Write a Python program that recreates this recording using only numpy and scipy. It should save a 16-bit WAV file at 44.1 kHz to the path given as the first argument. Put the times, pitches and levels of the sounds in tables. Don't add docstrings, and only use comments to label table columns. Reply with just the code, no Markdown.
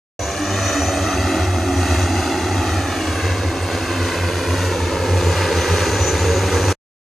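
import sys
import numpy as np
from scipy import signal
from scipy.fft import rfft, irfft, next_fast_len
from scipy.io import wavfile
from scipy.ndimage import uniform_filter1d

SR = 44100
rng = np.random.default_rng(int(sys.argv[2]) if len(sys.argv) > 2 else 0)


def dump(signal):
    limited = np.clip(np.atleast_2d(signal).T, -1, 1)
    pcm = np.round(limited * 32767).astype(np.int16)
    wavfile.write(sys.argv[1], SR, pcm)


N = 309141
T = np.arange(N) / SR
HZ = np.fft.rfftfreq(1024, 1 / SR)[:, None]

# time_s, fast_hz, slow_hz, scatter_share
BLADE_RATES = [(.2, 98.5, 74.3, .007), (.6, 96, 77, .01), (.9, 94.2, 79, .014), (1.25, 92.2, 80, .018),
               (2, 91, 80.6, .024), (2.6, 91.8, 80.3, .026), (3.4, 90.5, 80.5, .028), (4.2, 87.3, 84, .026),
               (5, 87.8, 85.75, .034), (5.6, 87.84, 83.7, 0.04), (6.1, 92.5, 80.15, .05),
               (6.7, 94, 80.1, 0.041)]
# time_s, buzz_db, rasp_db
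BLADE_LEVELS = [(0.2, -28, -33), (0.45, -25, -28), (.7, -24.5, -26), (1.0, -22.5, -26),
                (1.45, -23.5, -27.5), (1.7, -23, -29), (1.9, -22.5, -28), (2.5, -22.5, -27.5),
                (2.8, -24, -28.5), (3.3, -24.5, -28), (4.1, -23.5, -28.5), (4.7, -22.5, -27.5),
                (4.9, -22, -27), (5.15, -21.5, -29.5), (5.4, -21.5, -26), (5.75, -21.5, -26.5),
                (6.05, -22, -26), (6.7, -21, -24.5)]
# time_s, view (0 below, 1 side, 2 oblique, 3 quarter, 4 front)
VIEW = [(.2, 4), (.65, -0.5), (1.3, 1), (2.5, 1.4), (3.05, 2), (3.7, 2), (4.4, 3), (5.2, 3.5), (5.35, 3.5)]


def gain_of(db):
    return 10 ** (np.asarray(db) / 20)


def evened(x):
    return x / np.sqrt(np.mean(x ** 2) + 1e-20)


def steadied(x, size):
    power = uniform_filter1d(uniform_filter1d(x ** 2, size=size), size=size)
    return x / np.sqrt(power + 0.0093 * power.mean())


def curve(rows, t=T):
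    times, *columns = np.transpose(rows)
    return [np.interp(t, times, column) for column in columns]


def at_pitch(rows, hz):
    pitches, values = np.transpose(rows)
    return np.interp(np.log(hz + 1), np.log(pitches + 1), values)


def coloured(x, colour):
    size = next_fast_len(N)
    gains = gain_of(at_pitch(colour, np.fft.rfftfreq(size, 1 / SR)))
    return evened(irfft(rfft(x, size) * gains, size)[:N])


def turning(x, colours, view):
    return evened(sum(np.maximum(1 - abs(view - k), 0) * coloured(x, colour)
                      for k, colour in enumerate(colours)))


def wander(rate):
    t = T[::200]
    hz = rate * np.geomspace(.1, 1, 20)[:, None]
    waves = np.sin(2 * np.pi * (hz * t + rng.random(hz.shape))) / np.sqrt(hz)
    return np.interp(T, t, evened(waves.sum(0)))


def propellers(count=18, trim=.6, light_db=1.0, fade_db=2, uneven_push=0.41, uneven_slap=0.44):
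    fast_hz, slow_hz, scatter = curve(BLADE_RATES)
    hum, pushes, slaps, swish = np.zeros((4, N))
    for k, offset in enumerate(np.linspace(-1.6, 1.6, count)):
        light = k % 3 == 1
        hz = (slow_hz if light else fast_hz) * (1 + scatter * (offset + trim * wander(3.5)))
        cycles = np.cumsum(hz) / SR + rng.random()
        strength = gain_of(light_db * light + fade_db * wander(3.))
        wave = np.cos(2 * np.pi * cycles)
        hum += strength * wave
        swish += strength ** 2 * np.exp(0.31 * (wave - 1))
        passes = np.flatnonzero(np.diff(np.floor(cycles)))
        air = rng.standard_normal(size=1000)[:len(passes)]
        pushes[passes] += strength[passes] * (1 + uneven_push * air)
        slaps[passes] += strength[passes] * (1 + uneven_slap * air)
    for pole in (.95, .85, .7, .5):
        pushes, slaps = signal.lfilter([-pole, 1], [1, -pole], [pushes, slaps])
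    return hum, pushes, slaps, np.sqrt(swish)


def beats(rows, pointed=1.6):
    out = np.zeros(N)
    cycles, last_s, last_hz = rng.random(), 0, 0
    for peak_s, half_s, hz, db in rows:
        cycles += (peak_s - last_s) * (hz + last_hz) / 2 + .5
        last_s, last_hz = peak_s, hz
        near = abs(T - peak_s) < half_s
        t = T[near] - peak_s
        swell = np.cos(np.pi * t / (2 * half_s)) ** pointed
        out[near] += gain_of(db) * np.sqrt(2) * swell * np.cos(2 * np.pi * (hz * t + cycles))
    return out


def throbbing_hum(hum):
    # time_s, level_db
    hum_level = [(0.2, -26.5), (0.5, -33), (1.1, -32.5), (2, -18.5), (2.35, -32), (3.0, -31.5), (4.2, -33),
                 (5, -32.5), (6.7, -30)]
    # peak_s, half_length_s, pitch_hz, level_db
    throbs = [(0.214, 0.035, 94.7, -26.0), (0.244, 0.023, 77.8, -25.5), (0.281, 0.026, 91.1, -26.4),
              (0.538, 0.117, 98.5, -24.8), (0.623, 0.04, 86.4, -25.7), (0.664, 0.072, 94.7, -20.1),
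              (0.692, 0.033, 87.8, -25.0), (0.836, 0.056, 81.0, -23.5), (0.878, 0.053, 92.8, -21.6),
              (0.978, 0.04, 78.4, -25.7), (1.024, 0.066, 91.8, -19.3), (1.07, 0.028, 80.7, -24.1),
              (1.163, 0.04, 83.9, -18.3), (1.199, 0.047, 87.7, -17.0), (1.256, 0.04, 84.1, -20.3),
              (1.419, 0.051, 86.9, -20.1), (1.487, 0.054, 79.8, -27.8), (1.541, 0.115, 92.2, -18.9),
              (1.611, 0.071, 88.9, -23.0), (1.727, 0.079, 93.1, -22.3), (1.803, 0.057, 87.6, -16.6),
              (1.895, 0.057, 85.2, -18.3), (1.974, 0.036, 82.0, -19.7), (2.022, 0.045, 86.8, -21.2),
              (2.077, 0.03, 89.1, -23.4), (2.168, 0.098, 93.0, -19.2), (2.487, 0.071, 91.0, -20.0),
              (2.523, 0.135, 93.5, -17.0), (2.596, 0.043, 85.9, -20.8), (2.681, 0.038, 96.9, -23.9),
              (2.739, 0.035, 82.9, -23.0), (2.795, 0.126, 90.6, -16.4), (2.839, 0.055, 90.8, -15.4),
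              (2.915, 0.034, 88.3, -22.9), (3.112, 0.092, 83.7, -21.2), (3.148, 0.072, 92.4, -22.7),
              (3.275, 0.078, 84.7, -21.6), (3.305, 0.085, 91.4, -15.8), (3.404, 0.048, 89.0, -19.6),
              (3.475, 0.062, 89.1, -17.3), (3.65, 0.057, 91.0, -20.8), (3.742, 0.039, 88.8, -24.6),
              (3.813, 0.05, 90.8, -23.6), (3.91, 0.057, 89.9, -23.1), (4.024, 0.099, 91.7, -20.1),
              (4.248, 0.123, 91.1, -17.9), (4.361, 0.114, 89.6, -23.1), (4.526, 0.067, 88.3, -18.2),
              (4.658, 0.221, 92.5, -19.1), (4.704, 0.033, 89.4, -25.7), (4.823, 0.075, 87.0, -18.7),
              (4.94, 0.036, 87.2, -25.4), (5.014, 0.053, 89.4, -19.5), (5.165, 0.133, 92.3, -14.7),
              (5.27, 0.107, 89.1, -14.7), (5.405, 0.091, 90.6, -19.4), (5.586, 0.051, 86.8, -18.9),
              (5.723, 0.056, 89.3, -14.2), (5.823, 0.05, 95.4, -20.0), (5.897, 0.019, 83.5, -26.1),
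              (5.94, 0.033, 77.0, -26.5), (5.952, 0.053, 94.3, -19.7), (6.023, 0.032, 88.3, -12.7),
              (6.054, 0.069, 83.0, -24.0), (6.09, 0.024, 96.8, -26.2), (6.152, 0.046, 83.4, -18.8),
              (6.234, 0.042, 89.2, -15.9), (6.285, 0.042, 94.4, -24.4), (6.298, 0.082, 84.2, -15.8),
              (6.406, 0.104, 95.1, -17.3), (6.456, 0.042, 87.6, -23.2), (6.562, 0.066, 87.7, -18.9),
              (6.636, 0.071, 85.9, -20.3), (6.684, 0.064, 95.6, -16.2)]
    # peak_s, half_length_s, pitch_hz, level_db
    growls = [(.41, 0.037, 300, -25.5), (.78, 0.056, 289, -22), (.94, 0.057, 281, -26.5),
              (1.31, 0.054, 277, -24), (1.36, 0.12, 323, -25.5), (1.68, 0.053, 366, -24),
              (1.71, 0.082, 274.4, -22), (1.8, 0.097, 360, -27), (2.14, 0.057, 322, -27),
              (2.32, 0.11, 359, -38), (2.38, 0.057, 279.5, -27), (2.49, 0.063, 279, -31),
              (2.52, 0.1, 369.3, -38), (3.05, 0.22, 313.6, -31.5), (3.26, 0.076, 453.5, -32.5),
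              (3.53, 0.099, 335, -29), (3.97, 0.16, 261.6, -29.5), (5.31, 0.062, 516, -27),
              (5.43, .05, 530, -25), (5.53, 0.053, 468, -29), (6.29, 0.073, 457, -23),
              (6.35, .06, 552, -24), (6.58, 0.076, 470, -23.5)]
    restless = gain_of(curve(hum_level)[0]) * steadied(hum, size=5000)
    return restless + beats(throbs) + beats(growls)


def buzz(pushes):
    # pitch_hz, level_db
    below = [(100, -42), (175, -11.5), (270, -5), (340, 1), (440, -2.5), (540, -3), (660, -3.5),
             (800, -11.5), (980, -20), (1400, -29), (2500, -69)]
    side = [(100, -41.5), (165, -19), (205, -4), (275, -3), (355, 2), (450, -10), (540, -9.5), (660, -5.5),
            (850, -12), (980, -18.5), (1400, -32.5), (2500, -64)]
    oblique = [(100, -47), (165, -14), (205, -16), (270, -2.5), (335, 0.5), (400, -3.5), (470, -4.5),
               (540, -8), (650, -15), (810, -8), (980, -20), (1400, -35.5), (2500, -65)]
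    quarter = [(100, -44), (172, -4.5), (210, -15.5), (265, -0.5), (345, 2.5), (450, -2), (540, -4.5),
               (660, -14.5), (800, -11.5), (980, -12.5), (1400, -36), (2500, -66)]
    front = [(100, -43), (160, -0.5), (210, -11.5), (270, -1.5), (360, 1.5), (450, 1), (540, 1.5),
             (660, -9), (800, -9.5), (980, -3), (1400, -54), (2500, -68.5)]
    view = np.clip(curve(VIEW)[0], 0, 4)
    sound = turning(pushes, [below, side, oblique, quarter, front], view)
    return gain_of(curve(BLADE_LEVELS)[0]) * steadied(sound, size=10000)


def rasp_and_hiss(slaps, swish, airy=1.3, crackle=0.2, swirl_trim_db=-3, gust_db=1.0):
    # pitch_hz, level_db
    rasp_side = [(550, -40), (1000, -0.5), (1250, 0), (1550, -1), (1900, -1), (2300, -6), (2650, -3.5),
                 (3200, -10.5), (3900, -9.5), (4700, -11.5), (5400, -16.5), (6500, -15.5), (9000, -54.5)]
    rasp_front = [(550, -32), (1000, -9.5), (1250, -6), (1550, -4.5), (1900, -6.5), (2300, -9.5),
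                  (2650, -8), (3200, -15), (3900, -13.5), (4700, -14), (5400, -19.5), (6500, -22.5),
                  (9000, -47)]
    swirl_colour = [(4800, -24.5), (5450, -18), (5700, 1), (6200, 2), (6700, 1.5), (7100, -3.5),
                    (7600, -11.5), (8600, -40.5)]
    hiss_colour = [(5500, -29), (7200, -1), (7800, -4), (8600, 1), (9300, -4.5), (10800, -6), (12300, -11),
                   (14300, -16)]
    # time_s, swirl_db (before its trim), hiss_db
    air_levels = [(0.2, -34, -45.5), (0.86, -29.5, -39.5), (1.34, -38, -41.5), (2.0, -34, -41),
                  (2.9, -38.5, -42.5), (3.2, -38.5, -43), (4.2, -42.5, -43), (4.65, -34.5, -40),
                  (4.9, -37, -42), (5.2, -39, -42), (5.5, -38, -41), (5.8, -34.5, -40.5),
                  (6.07, -30.5, -39.5), (6.35, -35, -39), (6.7, -29, -36)]
    swirl_db, hiss_db = curve(air_levels)
    rasp_db = curve(BLADE_LEVELS)[1]
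    slaps = evened(slaps - slaps.mean())
    low_air, mid_air, high_air = evened(swish) * rng.standard_normal((3, N))
    view = np.clip((curve(VIEW)[0] - 1) / 3, 0, 1)
    rasp = gain_of(rasp_db) * turning(slaps + airy * low_air, [rasp_side, rasp_front], view)
    swirls = gain_of(swirl_db + swirl_trim_db) * coloured(mid_air, swirl_colour)
    hiss = gain_of(hiss_db) * coloured(high_air + crackle * slaps, hiss_colour)
    return gain_of(gust_db * wander(6)) * (rasp + swirls + hiss)


def nearest_propeller(waver=.005, flutter_db=3):
    # time_s, level_db
    loudness = [(.2, -32), (.6, -32), (1.0, -32.5), (1.3, -32.5), (1.7, -44.5), (2.6, -71)]
    overtones = [-5.5, -10, -9, -7.5, 2, -1, -4.5, -18.5]
    cycles = np.cumsum(curve(BLADE_RATES)[0] * (1 + waver * wander(5))) / SR
    tones = np.zeros(N)
    for k, db in enumerate(overtones, start=2):
        strength = gain_of(db + flutter_db * wander(14))
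        tones += strength * np.cos(2 * np.pi * (k * cycles + rng.random()))
    return gain_of(curve(loudness)[0]) * evened(tones)


def downwash(far_db=-44, near_db=-36.0, stereo_width=0.21, waver=3.5):
    # pitch_hz, level_db
    low_tones = [(52, -44.5), (129, -47.5)]
    # pitch_hz, level_db
    churn_colour = [(20, -9.5), (35, -12), (55, 0), (90, -2), (140, -1.5), (230, -11.5), (600, -23.5),
                    (2000, -72)]
    tones = sum(gain_of(db) * evened(np.sin(2 * np.pi * hz * T + waver * wander(7.4)))
                for hz, db in low_tones)
    middle, sides = (coloured(rng.standard_normal(N), churn_colour) for _ in range(2))
    churn = middle + stereo_width * np.array([sides, -sides])
    return gain_of(np.linspace(far_db, near_db, N)) * churn + tones


def whistle(peak_s, half_s, hz, glide, sag, width_hz, purity=0):
    swell = np.exp(-.5 * ((T - peak_s) / half_s) ** 2)
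    pole = np.exp(-np.pi * width_hz / SR)
    fuzz_a, fuzz_b = signal.lfilter([1], [1, -2 * pole, pole * pole], rng.standard_normal((2, N)))
    angle = 2 * np.pi * np.cumsum(hz + glide * (T - peak_s) - sag * swell) / SR
    return swell * evened((evened(fuzz_a) + purity) * np.cos(angle) + evened(fuzz_b) * np.sin(angle))


def blade_whistles():
    # peak_s, half_length_s, pitch_hz, glide_hz_per_s, sag_hz, level_db, upper_db
    pairs = [(0.243, .04, 6010, -300, -3, -37.5, -40), (.57, .04, 5900, 102, 1, -55, -48),
             (.665, .025, 5920, 299.5, 12, -26.5, -35.5), (0.738, .025, 5985, 399.5, 4, -31.5, -45),
             (0.824, 0.045, 6000, 400, 0, -31, -44), (0.885, .03, 6100, 400.5, -3, -34, -46),
             (1.12, 0.1, 6260, 505, 1, -39.5, -54), (5.262, 0.076, 6210, 294.5, 20, -45, -41),
             (5.623, 0.052, 6220, 499, 39.5, -37.5, -56.5), (5.968, 0.03, 6200, -1500, 1, -37, -39.5),
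             (6.055, 0.042, 6160, 0.5, 150.5, -31, -36), (6.09, .025, 6200, 1500, 0, -29.5, -33.5),
             (6.201, 0.033, 6200, 2000, -2.5, -35, -38.5)]
    # time_s, ratio
    upper_ratio = [(.7, 1.088), (5.3, 1.15), (6.1, 1.14)]
    out = np.zeros(N)
    for peak_s, half_s, hz, glide, sag, db, upper_db in pairs:
        upper_hz = curve(upper_ratio, peak_s)[0] * hz
        out += gain_of(db) * whistle(peak_s, half_s, hz, glide, sag, width_hz=70, purity=1.4)
        out += gain_of(upper_db) * whistle(peak_s, half_s, upper_hz, glide, sag, width_hz=140)
    return out


def sizzle():
    # peak_s, half_length_s, pitch_hz, width_hz, level_db
    puffs = [(.39, 0.027, 8700, 1100, -42), (.955, .03, 8500, 698, -41), (1.118, 0.036, 1250, 250, -27.5),
             (1.17, .06, 4650, 250, -42), (1.9, 0.27, 8640, 449, -49), (2.22, 0.12, 4760, 700, -42),
             (3.06, 0.045, 7960, 1490, -43.5), (3.157, 0.043, 10100, 1300, -47),
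             (2.55, 0.27, 851, 110, -34), (3.267, 0.045, 1986, 250, -34), (3.635, .022, 8500, 1490, -41),
             (4.482, 0.26, 10900, 850, -48.5), (5.87, .06, 6540, 350.8, -41),
             (6.335, .08, 6560, 400, -34.5), (6.559, 0.023, 6420, 496.5, -38)]
    return sum(gain_of(db) * whistle(peak_s, half_s, hz, 0, 0, width_hz)
               for peak_s, half_s, hz, width_hz, db in puffs)


def ground_echo(x, soil_cycles=0.24, soil_hz=950, low_cut_hz=240):
    # time_s, strength_share, dull_above_hz
    echo = [(.2, .68, 7000), (.9, .66, 8000), (1.9, .62, 6000), (3.1, .6, 6500), (3.8, .47, 7000),
            (4.5, .52, 5500), (5.1, .52, 3500), (5.7, .52, 2600), (6.7, .38, 1900)]
    # time_s, delay_ms
    echo_delay = [(.24, 1.766), (.55, 1.645), (.9, 1.594), (1.3, 1.514), (1.6, 1.53), (1.95, 1.525),
                  (2.25, 1.462), (2.6, 1.53), (2.85, 1.646), (3.15, 1.834), (3.5, 1.884), (3.8, 1.886),
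                  (4.1, 1.958), (4.45, 2.04), (4.9, 2.3), (5.3, 2.43), (5.7, 2.5), (6.7, 2.45)]
    _, t, spectrum = signal.stft(x, SR, nperseg=1024, noverlap=768)
    delay_s = curve(echo_delay, t)[0] / 1000
    strength, dull_hz = curve(echo, t)
    share = strength * np.exp(-(HZ / dull_hz) ** 2) * HZ ** 2 / (HZ ** 2 + low_cut_hz ** 2)
    cycles = HZ * delay_s - soil_cycles * np.exp(-(HZ / soil_hz) ** 4)
    spectrum *= (1 + share * np.exp(-2j * np.pi * cycles)) / np.sqrt(1 + share ** 2)
    return signal.istft(spectrum, SR, nperseg=1024, noverlap=768)[1][:N]


def microphone_ports(x, treble_hz=10000):
    # pitch_hz, relative_db
    scatter = [(60, -29), (250, -30.5), (500, -15), (1000, -10.5), (2000, -19), (3500, -4), (4800, -5.5),
               (5600, -1), (6800, -8.5), (8500, -6), (10000, -21), (13000, -27.5)]
    # time_s, extra_db
    treble_spread = [(4.6, 0), (4.95, 23.5), (6.7, 21.5)]
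    # pitch_hz, difference_db
    left_louder = [(100, 0), (650, -2), (1000, -0.1), (3400, -1), (4300, 3), (5300, 2), (6100, 5),
                   (7200, -0.5), (8700, -3), (10500, -1)]
    # pitch_hz, lead_radians
    left_lead = [(0, -0.03), (860, 0.087), (1640, -0.37), (2150, -0.35), (2670, 0.66), (3270, 0.64),
                 (3790, 1.6), (4740, 0.072), (5940, -0.69), (6460, -0.2), (7750, -0.52), (8350, -0.78),
                 (9390, 0.5), (15200, 0.0)]
    _, t, spectrum = signal.stft(x, SR, nperseg=1024, noverlap=768)
    side = np.array([1, -1])[:, None, None]
    treble = 1 - np.exp(-(HZ / treble_hz) ** 8)
    scatter_db = at_pitch(scatter, HZ) + treble * curve(treble_spread, t)[0]
    scattered = 2 * gain_of(scatter_db) * np.exp(2j * np.pi * rng.random(spectrum.shape))
    stereo = spectrum * (1 + side * scattered)
    stereo *= gain_of(side * at_pitch(left_louder, HZ) / 2)
    stereo *= np.exp(.5j * side * at_pitch(left_lead, HZ))
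    return signal.istft(stereo, SR, nperseg=1024, noverlap=768)[1][:, :N]


def scene():
    hum, pushes, slaps, swish = propellers()
    blades = buzz(pushes) + rasp_and_hiss(slaps, swish) + blade_whistles() + sizzle()
    craft = ground_echo(blades) + throbbing_hum(hum) + nearest_propeller()
    return microphone_ports(craft) + downwash()


def record(dry):
    start_s, stop_s = 0.1917, 6.727
    rumble_hz, top_hz = 22, 14400
    gate_times = [start_s, start_s + 0.0023, stop_s - .002, stop_s, stop_s + 0.0031, stop_s + 0.028]
    gate = np.interp(T, gate_times, [0, 1, 1, 0.5, 0.11, 0])
    rumble_cut = signal.butter(2, rumble_hz, "highpass", fs=SR, output="sos")
    treble_cut = signal.firwin(511, top_hz, window=("kaiser", 9), fs=SR)
    return signal.oaconvolve(signal.sosfilt(rumble_cut, dry * gate), treble_cut[None], "same")


dry = scene()
out = record(dry)
dump(out)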